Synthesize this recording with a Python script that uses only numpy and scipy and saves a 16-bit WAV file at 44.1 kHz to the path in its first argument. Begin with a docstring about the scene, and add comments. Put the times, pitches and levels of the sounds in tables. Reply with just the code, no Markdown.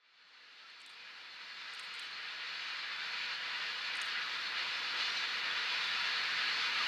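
"""The whole scene fades in slowly, from almost nothing at the start to nearly full level at the end.
From the start a freight train rolls past far across a meadow: many steel wheels ring on rough rail, made as
one rush of shaped noise that the air makes waver, with brief squeaks, over a low rumble and faint hiss.
Close by, a camera shutter is released four times, at about 0.9, 1.8, 2.0 and 4.0 s: small blows and a patter
of gear teeth ring the camera body."""
import sys
import numpy as np
from scipy import signal
from scipy.io import wavfile
from scipy.ndimage import uniform_filter1d

SR = 44100
rng = np.random.default_rng(int(sys.argv[2]) if len(sys.argv) > 2 else 0)


def digitize_waveform(pressure):
    """Quantize a signal to 16-bit integers and store it at the path in sys.argv[1].

    Rows of a 2-D input are taken as channels; values are limited to [-1, 1].
    """
    field = np.atleast_2d(pressure).T
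    bounded = np.clip(field, -1, 1)
    quanta = np.round(bounded * 32767).astype(np.int16)
    wavfile.write(sys.argv[1], SR, quanta)


N = 302967  # length in samples

# Low rumble and faint hiss. Each row: frequency in Hz, level in dB per Hz before the fade-in.
MEADOW_SPECTRUM = [(25, -114), (34, -110), (42, -102), (60, -101), (110, -91.5), (190, -86.5), (350, -85),
                   (700, -97.5), (3000, -100), (7000, -104), (9000, -107), (14800, -111), (15200, -118),
                   (15450, -135), (20000, -140)]
# The low roll under the rush, strongest at first, while the trees still screen the wheels.
# Each row: time in seconds, gain in dB below the low knee.
LOW_ROLL = [(0, 6), (.3, 3.5), (.7, 3), (1.2, 1.5), (2, 0), (3, -1), (4, -0.5), (5, 1.5), (6, -1.5),
            (6.9, 1)]

# How alike the two microphone ports hear the noise. Each row: frequency in Hz, likeness (1 = the same).
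PORT_LIKENESS = [(60, 0.76), (150, 0.48), (380, 0.62), (950, 0.9), (2400, .96), (3500, 0.96), (4500, 1),
                 (5600, 0.94), (7000, 0.91), (9000, 0.99), (15000, 0.93)]
# Balance of the ports. Each row: frequency in Hz, left minus right in dB.
PORT_BALANCE = [(60, -1), (150, -3), (380, -4), (950, 0.5), (2380, 1), (5970, -1), (15000, 3.5)]
# Phase between the ports. Each row: frequency in Hz, lead of the left port in radians.
PORT_LEAD = [(60, 0.15), (340, 0.19), (1030, 0.34), (2670, 0.01), (6000, 0.1)]

# Ways the camera body rings. Each row: frequency in Hz, relative level in dB, time to fall 60 dB in seconds.
BODY_RINGS = [(2960, 12, .004), (3700, 6, .004), (5000, 1, .004), (6640, -3, .005), (7030, 1, .0055),
              (7700, 0, .006), (8250, 4, .0065), (8900, 0, .006), (10400, -3, .006), (11500, -12, .004),
              (13500, -20, .004)]
# Parts of the camera striking their stops. 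Each row: time in seconds, strength in dB before the body rings.
STOP_TICKS = [(.7012, -46), (.8012, -50), (.8028, -47), (.8052, -47), (.8162, -39.5), (.8188, -44),
              (.8298, -55), (0.8628, -35.5), (.8636, -41), (.8780, -51), (.8955, -43), (.8995, -44),
              (.9028, -51), (.9049, -47), (.9250, -51), (.9436, -54), (1.7330, -49), (1.7372, -41),
              (1.7484, -40), (1.7607, -50), (1.7910, -51), (1.794, -40), (1.7963, -35.5), (1.7988, -42),
              (1.8273, -45), (1.8326, -47), (1.8378, -49), (1.851, -46), (1.9356, -54), (1.9402, -42),
              (1.9505, -45), (1.9522, -46), (1.9633, -47), (1.9909, -51), (1.9937, -41), (1.9964, -37),
              (1.997, -42.5), (1.9995, -46), (2.0341, -54), (2.0517, -52), (2.1108, -48), (3.9542, -43),
              (3.9693, -42), (3.9715, -46), (4.0117, -53), (4.0152, -37), (4.0168, -48), (4.0188, -37.5),
              (4.0252, -51), (4.0496, -55), (4.0556, -57)]
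# Releases of the shutter. Each row: mirror slap in seconds, length of the wind-up as a share of the usual.
SHUTTER_RELEASES = [(.8621, 1.01), (1.7936, .98), (1.993, .91), (4.015, 1.01)]
# Gears and springs around each slap. Each row: time from the slap in seconds, level in dB.
GEAR_WHIRR = [(-.066, -85), (-.06, -56), (-.035, -58), (-.025, -85), (-.008, -85), (.002, -52), (.015, -57),
              (.026, -72), (.034, -54), (.08, -60), (.095, -77)]

# Brief rings and squeaks from single wheels. Each row: start in seconds, length in seconds,
# start pitch in Hz, end pitch in Hz, peak level in dB before the fade-in.
WHEEL_SQUEAKS = [(.63, .05, 1340, 1340, -35), (1.675, .05, 2020, 1990, -37), (2.015, .045, 3015, 3015, -37),
                 (2.405, .045, 1810, 1810, -36), (3.205, .04, 3400, 3400, -39),
                 (3.325, .045, 4265, 4265, -38), (3.93, .045, 1990, 2020, -36),
                 (4.15, .06, 2020, 1970, -35), (4.57, .045, 2885, 2885, -38), (4.992, .04, 5900, 6070, -53),
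                 (5.155, .04, 4130, 4140, -36), (5.49, .04, 3445, 3445, -38), (4.735, .04, 5280, 5310, -48),
                 (5.085, .03, 5450, 5680, -47), (5.105, .025, 5680, 5560, -48),
                 (5.162, .03, 5960, 6010, -47), (5.195, .025, 5900, 5850, -52),
                 (6.79, .035, 1330, 1150, -34)]

# The rush as the air carries it. Each row: time in seconds, level in dB before the fade-in,
# brightness in dB gained above the treble knee.
RUSH_COURSE = [(0, -28.5, -2), (.15, -34, -0.5), (.6, -35, -1), (.85, -35.5, -1), (1.35, -36, -1.5),
               (1.8, -34.5, 0), (2.1, -33.5, -3), (2.3, -34, -3.5), (2.65, -33.5, -0.5), (2.9, -33, -5),
               (3.2, -33, -2), (3.4, -33.5, -3.5), (3.47, -32.5, -4.5), (3.56, -33, -3.5), (3.8, -34, -2),
               (3.98, -33.5, -5), (4.1, -35, 0.5), (4.18, -32.5, -7), (4.25, -34.5, -2), (4.4, -35, -2),
               (4.55, -35, -5), (4.59, -34, -2), (4.65, -34, -2.5), (4.85, -35.5, 0), (4.94, -35.5, -2.5),
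               (5.0, -33, 0), (5.07, -35, 3), (5.135, -34.5, -1.5), (5.178, -35.5, 3), (5.24, -34.5, -1),
               (5.34, -35.5, -2.5), (5.5, -33.5, -5), (5.62, -34.5, -1.5), (5.72, -33.5, -2),
               (5.9, -34, -2.5), (6.1, -33.5, -2.5), (6.34, -34.5, -3), (6.41, -33, -4), (6.47, -34.5, -2),
               (6.55, -34.5, -2), (6.87, -34.5, -1)]
# Colour of rail and wagon noise. Each row: frequency in Hz, relative level in dB per Hz.
ROLLING_COLOUR = [(30, -40), (150, -33.5), (400, -23.5), (700, -15), (1000, -11), (1400, -3.5),
                  (2800, -3.5), (3200, -5), (3500, -4), (4500, -5.5), (4750, -5.5), (5100, -11),
                  (5800, -19), (7000, -26), (8800, -39.5), (11000, -44), (14900, -51), (15400, -67)]
# Wheel and rail resonances. Each row: frequency in Hz, width in Hz, level in dB over the rolling noise.
WHEEL_RINGS = [(176, 22, 13), (462, 16, 9), (490, 18, 7), (968, 24, 5.5), (1040, 50, 0), (1270, 80, 0),
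               (1460, 100, -1), (1668, 35, 4.5), (1800, 80, 0), (1990, 100, 2), (2350, 90, 1),
               (2480, 80, 2), (2750, 70, 0), (2893, 25, 5), (2950, 60, 0), (3510, 100, 1), (3880, 100, 0),
               (4080, 80, 0), (4270, 35, 8), (4400, 60, 2.5), (6000, 120, -2)]

LOW_KNEE_HZ, TREBLE_KNEE_HZ = 970, 3180
HARDENING = 0.9  # dB of brightness per dB of blow
RISE_S = 0.0003  # each blow builds up this long
BOUNCE_S, BOUNCE_DB = 0.0025, -11  # each blow rebounds once: average gap, loss
RING_DB = 1.5  # how far each wheel resonance comes and goes
SHIMMER_DB, SURGE_DB = 0.45, 0.3  # depth of the treble's quick wavering, of the rush's short surges
FADE_S, FADE_HEAD_S = 7, 0.029  # length of the whole fade, part of it already over at the start


def gain_of(db):
    """Turns decibels into a factor."""
    return 10 ** (np.asarray(db) / 20)


def evened(x):
    """Scales a signal to an average strength (rms) of 1."""
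    return x / np.sqrt(np.mean(x ** 2) + 1e-20)


def read(points, hz):
    """Reads a table between its points, on a log-frequency axis."""
    point_hz, value = np.transpose(points)
    return np.interp(np.log(hz + 1), np.log(point_hz + 1), value)


def wander(frames, count, size):
    """Rows of random drift, rms 1: noise averaged twice over neighbouring frames."""
    rows = rng.standard_normal((count, frames))
    smoother = uniform_filter1d(rows, size=size, axis=1)
    return evened(uniform_filter1d(smoother, size=size, axis=1))


def spectrum_grid():
    """Times of the short-time spectra in seconds, and their frequencies in Hz."""
    return np.arange(N // 256 + 9) * 256 / SR, np.fft.rfftfreq(2048, 1 / SR)


def port_pair(magnitude, hz):
    """Noise of the given short-time magnitude at two partly alike microphone ports."""
    a, b, c, d = rng.standard_normal((4, *magnitude.shape))
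    same = np.clip(read(PORT_LIKENESS, hz), -1, 1)[:, None]
    left = a + 1j * b
    # the right port mixes the left port's noise with noise of its own, a little later
    right = same * left + np.sqrt(1 - same ** 2) * (c + 1j * d)
    right = right * np.exp(-1j * read(PORT_LEAD, hz))[:, None]
    tilt = gain_of(read(PORT_BALANCE, hz) / 2)[:, None]
    spectra = np.array([left * tilt, right / tilt]) * magnitude
    return signal.istft(spectra, nperseg=2048, noverlap=1792)[1][:, :N]


def meadow():
    """Low rumble through ground and air, following the roll above 200 Hz, with a faint even hiss."""
    t, hz = spectrum_grid()
    in_roll = (hz[:, None] > 200) * (hz[:, None] < LOW_KNEE_HZ)
    roll_db = in_roll * np.interp(t, *np.transpose(LOW_ROLL))
    drift_db = 0.5 * wander(len(t), count=1, size=30)
    per_hz = np.sqrt(3 * SR / 4096)  # turns level per Hz into short-time magnitude
    return port_pair(per_hz * gain_of(read(MEADOW_SPECTRUM, hz)[:, None] + drift_db + roll_db), hz)


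def blows():
    """Times and strengths of all blows: each part hits its stop and rebounds once, more weakly."""
    s, db = np.transpose(STOP_TICKS)
    rebound_s = s + BOUNCE_S * (0.5 + rng.random(len(s)))
    return STOP_TICKS + list(zip(rebound_s, db + BOUNCE_DB))


def camera_blows(crack_db=-22):
    """Each blow sets off fast-dying rings of the camera body and a short crack of noise."""
    t, out = np.arange(700) / SR, np.zeros(N + 700)
    hz, db, t60 = np.transpose(BODY_RINGS)[:, :, None]
    for s, blow_db in blows():
        spread = rng.standard_normal((len(BODY_RINGS), 1))
        place = rng.standard_normal((len(BODY_RINGS), 1))
        noise = rng.standard_normal(len(t))
        hard_db = HARDENING * (blow_db + 41)  # a -41 dB blow is neither hard nor soft
        # a harder blow spreads further from the main ring
        reach_db = hard_db * np.minimum(abs(np.log(hz / 8500)) * 5, 1) + 1.1 * spread
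        pitch = hz * (1 + 0.028 * place)  # each part strikes at its own place
        modes = gain_of(db + reach_db - 60 * t / t60) * np.sin(2 * np.pi * pitch * t)
        crack = gain_of(crack_db + 1.5 * hard_db - 60 * t / 0.003) * uniform_filter1d(noise, size=2)
        rise = np.minimum(t / RISE_S, 1)
        out[round(s * SR):][:len(t)] += gain_of(blow_db) * (modes.sum(0) + crack) * rise
    return out[:N]


def gear_whirr(grains_per_s=1500):
    """Gear teeth as noise with random stronger grains, ringing the camera body around each slap."""
    time = np.arange(N) / SR
    offset, whirr_db = np.transpose(GEAR_WHIRR)
    effort = np.zeros(N)
    for slap_s, wind_up in SHUTTER_RELEASES:
        points_s = slap_s + offset * np.where(offset < 0, wind_up, 1)  # stretches only the wind-up
        effort += gain_of(np.interp(time, points_s, whirr_db, -200, -200))
    grains = rng.random(N) < grains_per_s / SR
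    teeth = rng.standard_normal(N) * (0.24 + grains * 3)
    t = np.arange(700) / SR
    hz, db, t60 = np.transpose(BODY_RINGS)[:, :, None]
    body = (gain_of(db - 60 * t / t60) * np.sin(2 * np.pi * hz * t)).sum(0)
    return signal.oaconvolve(evened(teeth) * effort, body / np.linalg.norm(body))[:N]


def shutter():
    """Blows and whirr together, thinned because a small body sends out no bass."""
    small = signal.butter(2, [1800, 15000], "band", fs=SR)  # Hz
    near = signal.lfilter(*small, camera_blows() + gear_whirr())
    far_side = np.roll(near, shift=6) - near  # swaps a share of the sound for a copy 6 samples later
    return np.array([near + 0.2 * far_side, near]) * gain_of([[-0.3], [0.3]])  # a little to the right


def squeaks():
    """Single wheels: short tones with soft ends, most of them steady or gliding a little."""
    out = np.zeros(N)
    for s, length_s, start_hz, end_hz, db in WHEEL_SQUEAKS:
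        hz = np.linspace(start_hz, end_hz, round(length_s * SR))
        tone = np.sin(2 * np.pi * np.cumsum(hz) / SR)
        out[round(s * SR):][:len(hz)] += gain_of(db) * np.hanning(len(hz)) * tone
    return out


def train(patchy_db=0.5, flutter_db=0.5, glint_db=1.06):
    """Rolling noise with wheel resonances that come and go as different wagons dominate."""
    t, hz = spectrum_grid()
    frames, bins, column = len(t), len(hz), hz[:, None]
    s, level_db, bright_db = np.transpose(RUSH_COURSE)
    centre, width, db = np.transpose(WHEEL_RINGS)

    shapes = 1 / (1 + (2 * (column - centre) / width) ** 2)
    ring_db = db[:, None] + RING_DB * wander(frames, count=len(db), size=12)
    rings = shapes @ gain_of(ring_db) ** 2  # power over the rolling noise

    patches = evened(uniform_filter1d(wander(frames, count=bins, size=7), size=14, axis=0))
    glints = evened(uniform_filter1d(wander(frames, count=bins, size=6), size=3, axis=0))  # brief, narrow
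    low = 1 / (1 + (column / LOW_KNEE_HZ) ** 4)
    treble = 1 / (1 + (TREBLE_KNEE_HZ / (column + 1)) ** 4)
    # turbulence on the long path shakes the upper bands together and lets them surge
    flutter = (1 - low) * wander(frames, count=1, size=4)
    surge = (1 - low) * wander(frames, count=1, size=5)
    waver_db = patchy_db * patches + glint_db * glints + flutter_db * flutter + SURGE_DB * surge

    shimmer_db = SHIMMER_DB * wander(frames, count=1, size=6)
    treble_db = treble * (np.interp(t, s, bright_db) + shimmer_db)
    roll_db = low * (column > 200) * np.interp(t, *np.transpose(LOW_ROLL))
    colour_db = read(ROLLING_COLOUR, hz)[:, None] + treble_db + roll_db
    colour = gain_of(colour_db) * np.sqrt(1 + rings)
    rush = evened(port_pair(colour * gain_of(waver_db), hz))
    return rush * gain_of(np.interp(np.arange(N) / SR, s, level_db))


def scene():
    """Train, squeaks, meadow and shutter together."""
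    return train() + squeaks() + meadow() + shutter()


def band_limit(x):
    """A steep low-pass at the top of the band."""
    return signal.sosfilt(signal.butter(12, 15350, fs=SR, output="sos"), x)


def record(dry):
    """Fades the whole scene in along a straight line."""
    fade = (np.arange(N) / SR + FADE_HEAD_S) / FADE_S
    return band_limit(dry * fade)


dry = scene()
out = record(dry)
digitize_waveform(out)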